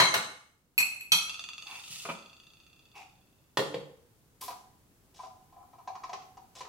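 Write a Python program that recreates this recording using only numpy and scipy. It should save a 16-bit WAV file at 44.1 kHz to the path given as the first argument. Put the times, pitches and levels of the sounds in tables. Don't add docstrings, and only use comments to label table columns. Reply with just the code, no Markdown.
import sys
import numpy as np
from scipy import signal
from scipy.fft import rfft, irfft, next_fast_len
from scipy.io import wavfile
from scipy.ndimage import uniform_filter1d

SR = 44100
rng = np.random.default_rng(int(sys.argv[2]) if len(sys.argv) > 2 else 0)


def store_wav(level_fs):
    pcm = np.round(np.clip(np.atleast_2d(level_fs), -1, 1) * 32767)
    wavfile.write(sys.argv[1], SR, pcm.T.astype(np.int16))


N = 294588
TIME = np.arange(N) / SR
MIC_SPACING_M, SOUND_SPEED_M_PER_S, CUTOFF_HZ = .11, 343, 15800

# (frequency [Hz], spectral density [dB])
AIR_SPECTRUM = [(25, -9.5), (50, -7), (120, -3.5), (200, -8.5), (333, -11), (600, -18.5), (1100, -21),
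                (2000, -25.5), (4000, -28), (7000, -27.5), (10000, -28), (15800, -28)]
# (time [s], level [dB])
HISS_GAIN = [(0, -68.5), (.7, -71.5), (1.2, -65), (3.4, -65.5), (6.68, -62.5)]
# (frequency [Hz], t60 [s])
KITCHEN_T60 = [(120, 0.48), (500, 0.54), (1200, 0.57), (4000, 0.49), (8000, 0.57), (15000, 0.24)]

# (time [s], level [dB], crack offset [dB], crack tilt [dB/octave])
DISH_IMPACTS = [(0, -8.5, 1, -1), (.018, -15, -5, -0.5), (.05, -16, -10.5, -1), (.140, -18, 3, 1.5),
                (.158, -30, 4.5, -4.5)]
COUNTER_IMPACTS = [(2.052, -27, 0, 0), (2.088, -27, 0, 0), (2.097, -23.5, 0, 0)]
BOWL_IMPACTS = [(3.571, -10, 2, 0), (3.592, -15, -1, 0.5), (3.742, -19.5, 0, -3.5)]
# (time [s], level [dB], crack offset [dB], crack tilt [dB/octave])
RIM_CLINKS_AND_ECHOES = [(.779, -18, -4.5, -0.97), (.7865, -18, 1.5, 2.1), (.8024, -24.5, 8.5, -0.37),
                         (1.0094, -40.5, -3, 0.47)]
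FOOT_CLINK_AND_ECHO = [(1.1195, -8.5, 0, 0.00092), (1.1273, -19.5, 0.0048, 0)]
# (time [s], level [dB])
BASE_THUMPS = [(3.578, -28), (3.749, -31.5), (1.9, -44)]
# (time [s], low resonances [dB], high resonances [dB], crack [dB], slide duration [s])
TUBE_TAPS = [(2.96, -42, -69, -59, 0.052), (4.413, -45.5, -36.5, -57, 0.027),
             (4.479, -32, -37.5, -41, 0.0077), (4.503, -42, -36.5, -44.5, 0.023),
             (5.190, -46.5, -41.5, -58, 0.019), (5.233, -33, -42.5, -52.5, 0.026),
             (5.524, -47.5, -62, -67, 0.019), (5.561, -42.5, -53.5, -71, 0.055),
             (5.626, -49, -52, -80, 0.012), (5.73, -44, -52.5, -64, 0.024), (5.783, -50, -48.5, -63, 0.022),
             (5.874, -28.5, -38, -44.5, 0.025), (5.952, -40.5, -39.5, -48, 0.018),
             (6.035, -46, -34, -42, 0.0089), (6.092, -32, -38, -45.5, 0.0046),
             (6.130, -24.5, -32, -37.5, 0.0062), (6.219, -52, -68, -53.5, .005),
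             (6.37, -45.5, -44, -54, 0.011), (6.559, -48.5, -55, -51, 0.031),
             (6.606, -43.5, -38, -41, 0.0049), (6.649, -47, -40.5, -47.5, 0.028)]

# (frequency [Hz], t60 [s], level [dB])
DISH_MODES = [(1041, 0.22, -7), (1117, 0.22, -11.5), (1256, .4, -14), (1510, 0.13, -8), (1960, 0.17, -7.5),
              (2136, 0.3, -2), (3190, 0.16, -3), (4036, .22, -0.5), (4200, .25, -8.5), (5900, 0.35, -18.5),
              (6260, 0.27, -5), (7600, 0.26, -17.5), (9070, .35, -20.5), (11080, .25, -24.5)]
ROCKING_MODES = [(1292, 0.11, -13), (2540, 0.078, -8), (2720, 0.079, -3), (3270, 0.046, -17),
                 (3493, 0.027, 4), (4280, 0.027, -6.5), (4647, 0.034, -1.5), (5730, 0.02, -15),
                 (6340, 0.16, -17.5), (6820, 0.084, -18.5)]
LID_MODES = [(169, 0.077, -1.8), (468, 0.069, -0.22), (552, 0.056, -0.95), (692, 0.019, -0.98),
             (970, 0.053, 1), (1262, 0.078, 0.77), (2430, 0.051, 0), (3060, 0.037, -1.8)]
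BOWL_MODES = [(299, 0.16, -16), (350, 0.11, -17.5), (474, 0.06, 1.5), (535, 0.048, 0.5), (778, 0.059, -16),
              (854, 0.057, -11.5), (1015, 0.1, -17), (1837, 0.025, -6.5), (3190, 0.015, -4),
              (3780, 0.051, -22)]
BASE_MODES = [(146.4, 0.1, 3.5), (175, 0.091, -8.5)]
TUBE_LOW_MODES = [(762.2, 0.073, -2), (830, 0.049, -9)]
TUBE_HIGH_MODES = [(998, 0.027, 2), (1022.3, 0.057, 1), (1170, 0.078, -12.5), (1273, 0.04, -4.5),
                   (1604, 0.038, -15.5), (2331, 0.033, -15.5), (3050, 0.038, -24.5), (4000, 0.038, -27.5),
                   (6740, 0.054, -22.5)]
# (frequency [Hz], t60 [s], level struck at the rim [dB], level at the foot [dB])
PLATE_MODES = [(1300, 0.74, -36.5, -16), (2190, .25, -7.5, -8.5), (2440, 0.18, -3, -8.5),
               (2540, 0.42, 1.5, -8.5), (2590, 0.38, 0, -10), (2700, 0.17, -15.5, -12),
               (3190, 0.18, -44, -3.5), (3240, 0.17, -43, 3), (3470, .3, -41, -8.5), (4110, 0.22, -25, -2),
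               (4300, 0.17, -1.5, -12.5), (4350, 0.13, -16.5, -4), (4410, 0.065, -29.5, 4),
               (5801, 0.29, -34, -10), (5830, 0.34, -20, -18.5), (6260, 0.2, -34.5, -10.5),
               (7270, 0.34, -22, -14.5), (7800, 0.34, -16.5, -24), (7800, 0.12, -2.5, -20),
               (8930, .28, -36.5, -16.5), (9400, 0.17, -7, -24.5), (10470, 0.3, -10, -9.5),
               (11077, 0.22, -26.5, -14), (11550, 0.26, -2, -7.5), (12950, 0.219, -45, -24.5),
               (13900, .2, -15.5, -17.5), (14050, 0.22, -30, -23), (14850, 0.18, -13.5, -22)]

# (frequency [Hz], spectral density [dB])
DISH_SPECTRUM = [(60, -31), (150, -7), (215, -19.5), (380, -7.5), (600, -5.5), (1100, -4.5), (2400, -7.5),
                 (4200, -9.5), (4900, -18), (10000, -22.5), (15000, -27.5)]
PLATE_SPECTRUM = [(90, -26), (165, 6.5), (330, -23), (570, -2), (800, 1), (1200, 5.5), (1700, -3),
                  (2600, -2), (4400, -4.5), (6000, 2), (9000, -4), (15000, -13.5)]
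COUNTER_SPECTRUM = [(90, -25), (167, -9), (370, -3), (700, -3), (1280, -3), (1710, -14.5), (2430, -6),
                    (4000, -20.5), (8000, -39), (15000, -45)]
BOWL_SPECTRUM = [(80, -15), (140, 2), (230, -26), (550, 1.5), (1100, 3.5), (2400, -2.5), (3500, 3),
                 (6000, -8), (10000, -14), (15000, -17.5)]
TUBE_SPECTRUM = [(120, -17), (330, 5), (520, 6), (1100, -4), (1800, 2.5), (2400, 4), (3600, -1),
                 (4200, 2.5), (4700, 1), (6300, 0), (8500, -18.5), (15000, -33)]

# (time [s], level [dB])
DRAG_ENVELOPE = [(1.6, -66), (1.7, -55), (1.75, -53), (1.83, -55), (1.92, -45.5), (2.0, -47.5), (2.13, -53),
                 (2.22, -79)]
# (start [s], duration [s], level [dB])
SCRAPE_STROKES = [(1.68, 0.1, -48.5), (2.962, 0.042, -51)]
HAND_STROKES = [(2.957, 0.057, -60.5), (5.147, 0.12, -60.5), (6.556, 0.039, -53)]
SLIDE_STROKES = [(4.413, .085, -39.5)]
# (frequency [Hz], spectral density [dB])
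DRAG_SPECTRUM = [(500, -19), (1500, -19), (3000, 0), (4500, -3), (7000, -2.5), (10000, -6.5), (13000, -18),
                 (15500, -15)]
SCRAPE_SPECTRUM = [(300, -5.5), (600, -16.5), (800, 10.5), (1250, 0), (1800, -7.5), (2300, 6), (2800, 8),
                   (3500, -38), (10000, -22)]
HAND_SPECTRUM = [(700, 0), (1800, -10.5), (2500, -8), (3500, 0.5), (4400, -5), (5400, -1), (7500, -8),
                 (10000, -13.5), (15000, -29)]
SLIDE_SPECTRUM = [(350, 2), (1200, -12), (1900, -9), (3500, 0.5), (9000, -3), (11600, 0.5), (15500, -4.5)]
SLIP_SPECTRUM = [(500, 2.5), (1300, -5.5), (2400, -2), (6000, -10.5), (12000, -24)]

ROCK_START_S, ROCK_FIRST_GAP_S, ROCK_LIMIT_GAP_S = 1.295, .04969, .02579
ROCK_GAP_KEPT = .96238
ROCK_LIMP = .04
ROCK_DB, ROCK_FADE_DB_PER_S = -38.5, 17.5
ROCK_LEAN_DB, ROCK_LEAN_DB_PER_S = 1.35, 2.5
SETTLE_S, SETTLE_DB_PER_S = 2.95, 12.5


def from_db(db):
    return 10 ** (np.asarray(db) / 20)


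def rms_one(x):
    return x / np.sqrt(np.mean(x ** 2) + 1e-20)


def at_hz(points, hz):
    f, value = np.transpose(points)
    return np.interp(np.log(np.maximum(hz, 1)), np.log(f), value)


def gain_curve(rows):
    s, db = np.transpose(rows)
    return from_db(np.interp(TIME, s, db, left=-200, right=-200))


def dying(t, t60):
    return np.exp(-np.log(1000) * t / t60)


def noise(spectrum, size, tilt_db=0):
    hz = np.maximum(np.fft.rfftfreq(size, 1 / SR), 1)
    bass_rolloff = np.minimum(hz / spectrum[0][0], 1) ** 2
    gain = bass_rolloff * from_db(at_hz(spectrum, hz) + tilt_db * np.log2(hz))
    return rms_one(irfft(gain * np.exp(2j * np.pi * rng.random(len(hz))), size))


def ring(hits, modes, vary_db, rise_s, wander_hz, detune=0):
    hz, t60, mode_db = np.transpose(modes)[:, :, None]
    size = int(SR * np.clip(t60.max(), .1, .6))
    t, out = np.arange(size) / SR, np.zeros(N + size)
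    envelope = dying(t, t60) * (1 - np.exp(-t / rise_s))
    for s, db, *_ in hits:
        strengths = from_db(db + mode_db + vary_db * rng.standard_normal(hz.shape))
        signs = rng.choice([-1, 1], hz.shape)
        wander = np.repeat(rng.standard_normal((len(hz), 140)), 200, axis=1)[:, :size]
        pitch = hz * (1 + detune * rng.standard_normal()) + wander_hz * wander
        phase = 2 * np.pi * np.cumsum(pitch, axis=1) / SR
        start = round(s * SR)
        out[start:start + size] += np.sum(signs * strengths * envelope * np.sin(phase), axis=0)
    return out[:N]


def crack(hits, spectrum, t60, rise_s):
    size = SR // 4
    t, out = np.arange(size) / SR, np.zeros(N + size)
    envelope = dying(t, t60) * (1 - np.exp(-t / rise_s))
    for s, db, offset_db, tilt_db in hits:
        start = round(s * SR)
        out[start:start + size] += from_db(db + offset_db) * noise(spectrum, size, tilt_db) * envelope
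    return out[:N]


def strike(hits, modes, spectrum, ring_db, crack_db, crack_t60, wander_hz):
    rings = ring(hits, modes, vary_db=1.96, rise_s=0.0009, wander_hz=wander_hz)
    cracks = crack(hits, spectrum, crack_t60, rise_s=0.00063)
    return from_db(ring_db) * rings + from_db(crack_db) * cracks


def strokes(rows, attack_s, sag_db_per_s, release_t60):
    out = np.zeros(N)
    for start, length, db in rows:
        t = TIME - start
        grip = np.clip(1 + t / attack_s, 0, 1) ** 2
        held = from_db(db - sag_db_per_s * np.clip(t, 0, length))
        out += grip * held * dying(np.clip(t - length, 0, 1), release_t60)
    return out


def rub(gain, spectrum, rough_db):
    slips = rms_one(uniform_filter1d(rng.standard_normal(N), size=130))
    return gain * rms_one(noise(spectrum, N) * from_db(rough_db * slips))


def diffuse(first, second):
    size = len(first)
    hz = np.fft.rfftfreq(size, 1 / SR)
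    coherence = 0.77 * np.sinc(2 * hz * MIC_SPACING_M / SOUND_SPEED_M_PER_S)
    mid = irfft(rfft(first) * np.sqrt((1 + coherence) / 2), size)
    side = irfft(rfft(second) * np.sqrt((1 - coherence) / 2), size)
    return np.array([mid + side, mid - side])


def background():
    return gain_curve(HISS_GAIN) * diffuse(noise(AIR_SPECTRUM, N), noise(AIR_SPECTRUM, N))


def kitchen_response(early_db, early_t60, onset_s):
    t, out = np.arange(SR) / SR, 0
    white = rfft(diffuse(*rng.standard_normal((2, SR))))
    hz = np.maximum(np.fft.rfftfreq(SR, 1 / SR), 1)
    centres = np.geomspace(125, 16000, 8)
    early = from_db(early_db) * dying(t, early_t60)
    for centre, pick in zip(centres, np.eye(len(centres))):
        band = irfft(white * np.interp(np.log(hz), np.log(centres), pick), SR)
        out = out + band * (dying(t, at_hz(KITCHEN_T60, centre)) + early)
    out = out * np.clip(t / onset_s, 0, 1)
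    return out / np.sqrt(np.sum(out ** 2) / 2)


def place(x, room, wet_db, pan_db, left_lag_ms):
    x = signal.sosfilt(signal.butter(4, 115, "high", fs=SR, output="sos"), x)
    size = next_fast_len(N + SR)
    hz = np.fft.rfftfreq(size, 1 / SR)
    sides = np.array([[.5], [-.5]])
    direct = from_db(sides * pan_db) * np.exp(-2j * np.pi * hz * sides * left_lag_ms / 1000)
    paths = direct + from_db(wet_db) * rfft(room, size)
    return irfft(rfft(x, size) * paths, size)[:, :N] / np.hypot(1, from_db(wet_db))


def crockery():
    return strike(DISH_IMPACTS, DISH_MODES, DISH_SPECTRUM,
                  ring_db=-11.5, crack_db=0.5, crack_t60=0.051, wander_hz=35.5)


def plate_rocking():
    k = np.arange(68)
    gaps = ROCK_LIMIT_GAP_S + (ROCK_FIRST_GAP_S - ROCK_LIMIT_GAP_S) * ROCK_GAP_KEPT ** k
    s = ROCK_START_S + np.cumsum(gaps) - gaps * (1 + ROCK_LIMP * (k % 2))
    age = s - ROCK_START_S
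    swing_db = ROCK_DB - ROCK_FADE_DB_PER_S * age - SETTLE_DB_PER_S * np.maximum(s - SETTLE_S, 0)
    lean_db = (-1) ** k * (ROCK_LEAN_DB - ROCK_LEAN_DB_PER_S * age)
    ticks = np.c_[s, swing_db + lean_db, np.zeros((len(k), 2))]
    rings = ring(ticks, ROCKING_MODES, vary_db=1.0, rise_s=0.00039, wander_hz=50.3) * from_db(6.5)
    return rings + crack(ticks, PLATE_SPECTRUM, t60=0.023, rise_s=0.0006)


def plate_set_down():
    hz, t60, rim_db, foot_db = np.transpose(PLATE_MODES)
    rim = strike(RIM_CLINKS_AND_ECHOES, np.c_[hz, t60, rim_db], PLATE_SPECTRUM,
                 ring_db=-11.5, crack_db=-12, crack_t60=0.066, wander_hz=34.87)
    foot = strike(FOOT_CLINK_AND_ECHO, np.c_[hz, t60, foot_db], PLATE_SPECTRUM,
                  ring_db=-15.0, crack_db=-13.5, crack_t60=0.11, wander_hz=34.62)
    damped_t60 = t60 * .14
    rim_clank = ring(RIM_CLINKS_AND_ECHOES, np.c_[hz, damped_t60, rim_db],
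                     vary_db=2.0, rise_s=0.00011, wander_hz=39.82)
    foot_clank = ring(FOOT_CLINK_AND_ECHO, np.c_[hz, damped_t60, foot_db],
                      vary_db=2.5, rise_s=0.000091, wander_hz=39.6)
    return rim + foot + from_db(-1) * rim_clank + from_db(-5) * foot_clank


def lid_lifted():
    drag = rub(gain_curve(DRAG_ENVELOPE), DRAG_SPECTRUM, rough_db=2.0) * from_db(2)
    pressure = strokes(SCRAPE_STROKES, attack_s=0.034, sag_db_per_s=1, release_t60=0.21)
    scrape = rub(pressure, SCRAPE_SPECTRUM, rough_db=2.5)
    bumps = strike(COUNTER_IMPACTS, LID_MODES, COUNTER_SPECTRUM,
                   ring_db=-12.0, crack_db=-4.5, crack_t60=0.062, wander_hz=5.2)
    return drag + scrape + bumps


def lid_on_bowl():
    knocks = strike(BOWL_IMPACTS, BOWL_MODES, BOWL_SPECTRUM,
                    ring_db=-5.0, crack_db=-9.5, crack_t60=0.045, wander_hz=20)
    thumps = ring(BASE_THUMPS, BASE_MODES, vary_db=1, rise_s=0.015, wander_hz=8)
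    return knocks + thumps * from_db(5.5)


def hands():
    pressure = strokes(HAND_STROKES, attack_s=0.0075, sag_db_per_s=62, release_t60=0.14)
    return rub(pressure, HAND_SPECTRUM, rough_db=4.5) * from_db(6.0)


def tube_scrape(modes, tap_db, below_tap_db):
    s, *_, lengths = np.transpose(TUBE_TAPS)
    response = ring([(0, 0)], modes, vary_db=0, rise_s=.001, wander_hz=0)[:SR // 4]
    slides = zip(s, lengths, tap_db - below_tap_db)
    pressure = strokes(slides, attack_s=0.0082, sag_db_per_s=46, release_t60=0.032)
    friction = rub(pressure, SLIP_SPECTRUM, rough_db=3)
    return signal.fftconvolve(friction, response / np.linalg.norm(response))[:N]


def pusher_in_tube():
    s, low_db, high_db, crack_db, _ = np.transpose(TUBE_TAPS)
    low = ring(zip(s, low_db), TUBE_LOW_MODES, vary_db=2.5, rise_s=0.0028, wander_hz=25.7, detune=0.0068)
    high = ring(zip(s, high_db), TUBE_HIGH_MODES, vary_db=2.5, rise_s=0.006, wander_hz=35.5, detune=0.031)
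    contacts = [(at, db, 0, 0) for at, db in zip(s, crack_db)]
    scuffs = crack(contacts, TUBE_SPECTRUM, t60=0.057, rise_s=0.002)
    taps = low * from_db(1.5) + high * from_db(3.5) + scuffs * from_db(3)
    pressure = strokes(SLIDE_STROKES, attack_s=0.0068, sag_db_per_s=135, release_t60=0.24)
    slide = rub(pressure, SLIDE_SPECTRUM, rough_db=2.5)
    return (taps + slide + hands()
            + tube_scrape(TUBE_LOW_MODES, low_db, below_tap_db=18.5)
            + tube_scrape(TUBE_HIGH_MODES, high_db, below_tap_db=15))


def scene():
    room = kitchen_response(early_db=-1.5, early_t60=0.1, onset_s=0.0021)
    return (background()
            + place(plate_set_down(), room, wet_db=.5, pan_db=.3, left_lag_ms=.16)
            + place(plate_rocking(), room, wet_db=-1, pan_db=-.3, left_lag_ms=.03)
            + place(crockery(), room, wet_db=3, pan_db=3.5, left_lag_ms=0.17)
            + place(lid_lifted(), room, wet_db=-2.5, pan_db=-0.5, left_lag_ms=0.077)
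            + place(lid_on_bowl(), room, wet_db=0.5, pan_db=-0.5, left_lag_ms=0.038)
            + place(pusher_in_tube(), room, wet_db=1.0, pan_db=1.5, left_lag_ms=0))


def record(dry):
    return signal.sosfilt(signal.ellip(10, .1, 80, CUTOFF_HZ, fs=SR, output="sos"), dry)


dry = scene()
out = record(dry)
store_wav(out)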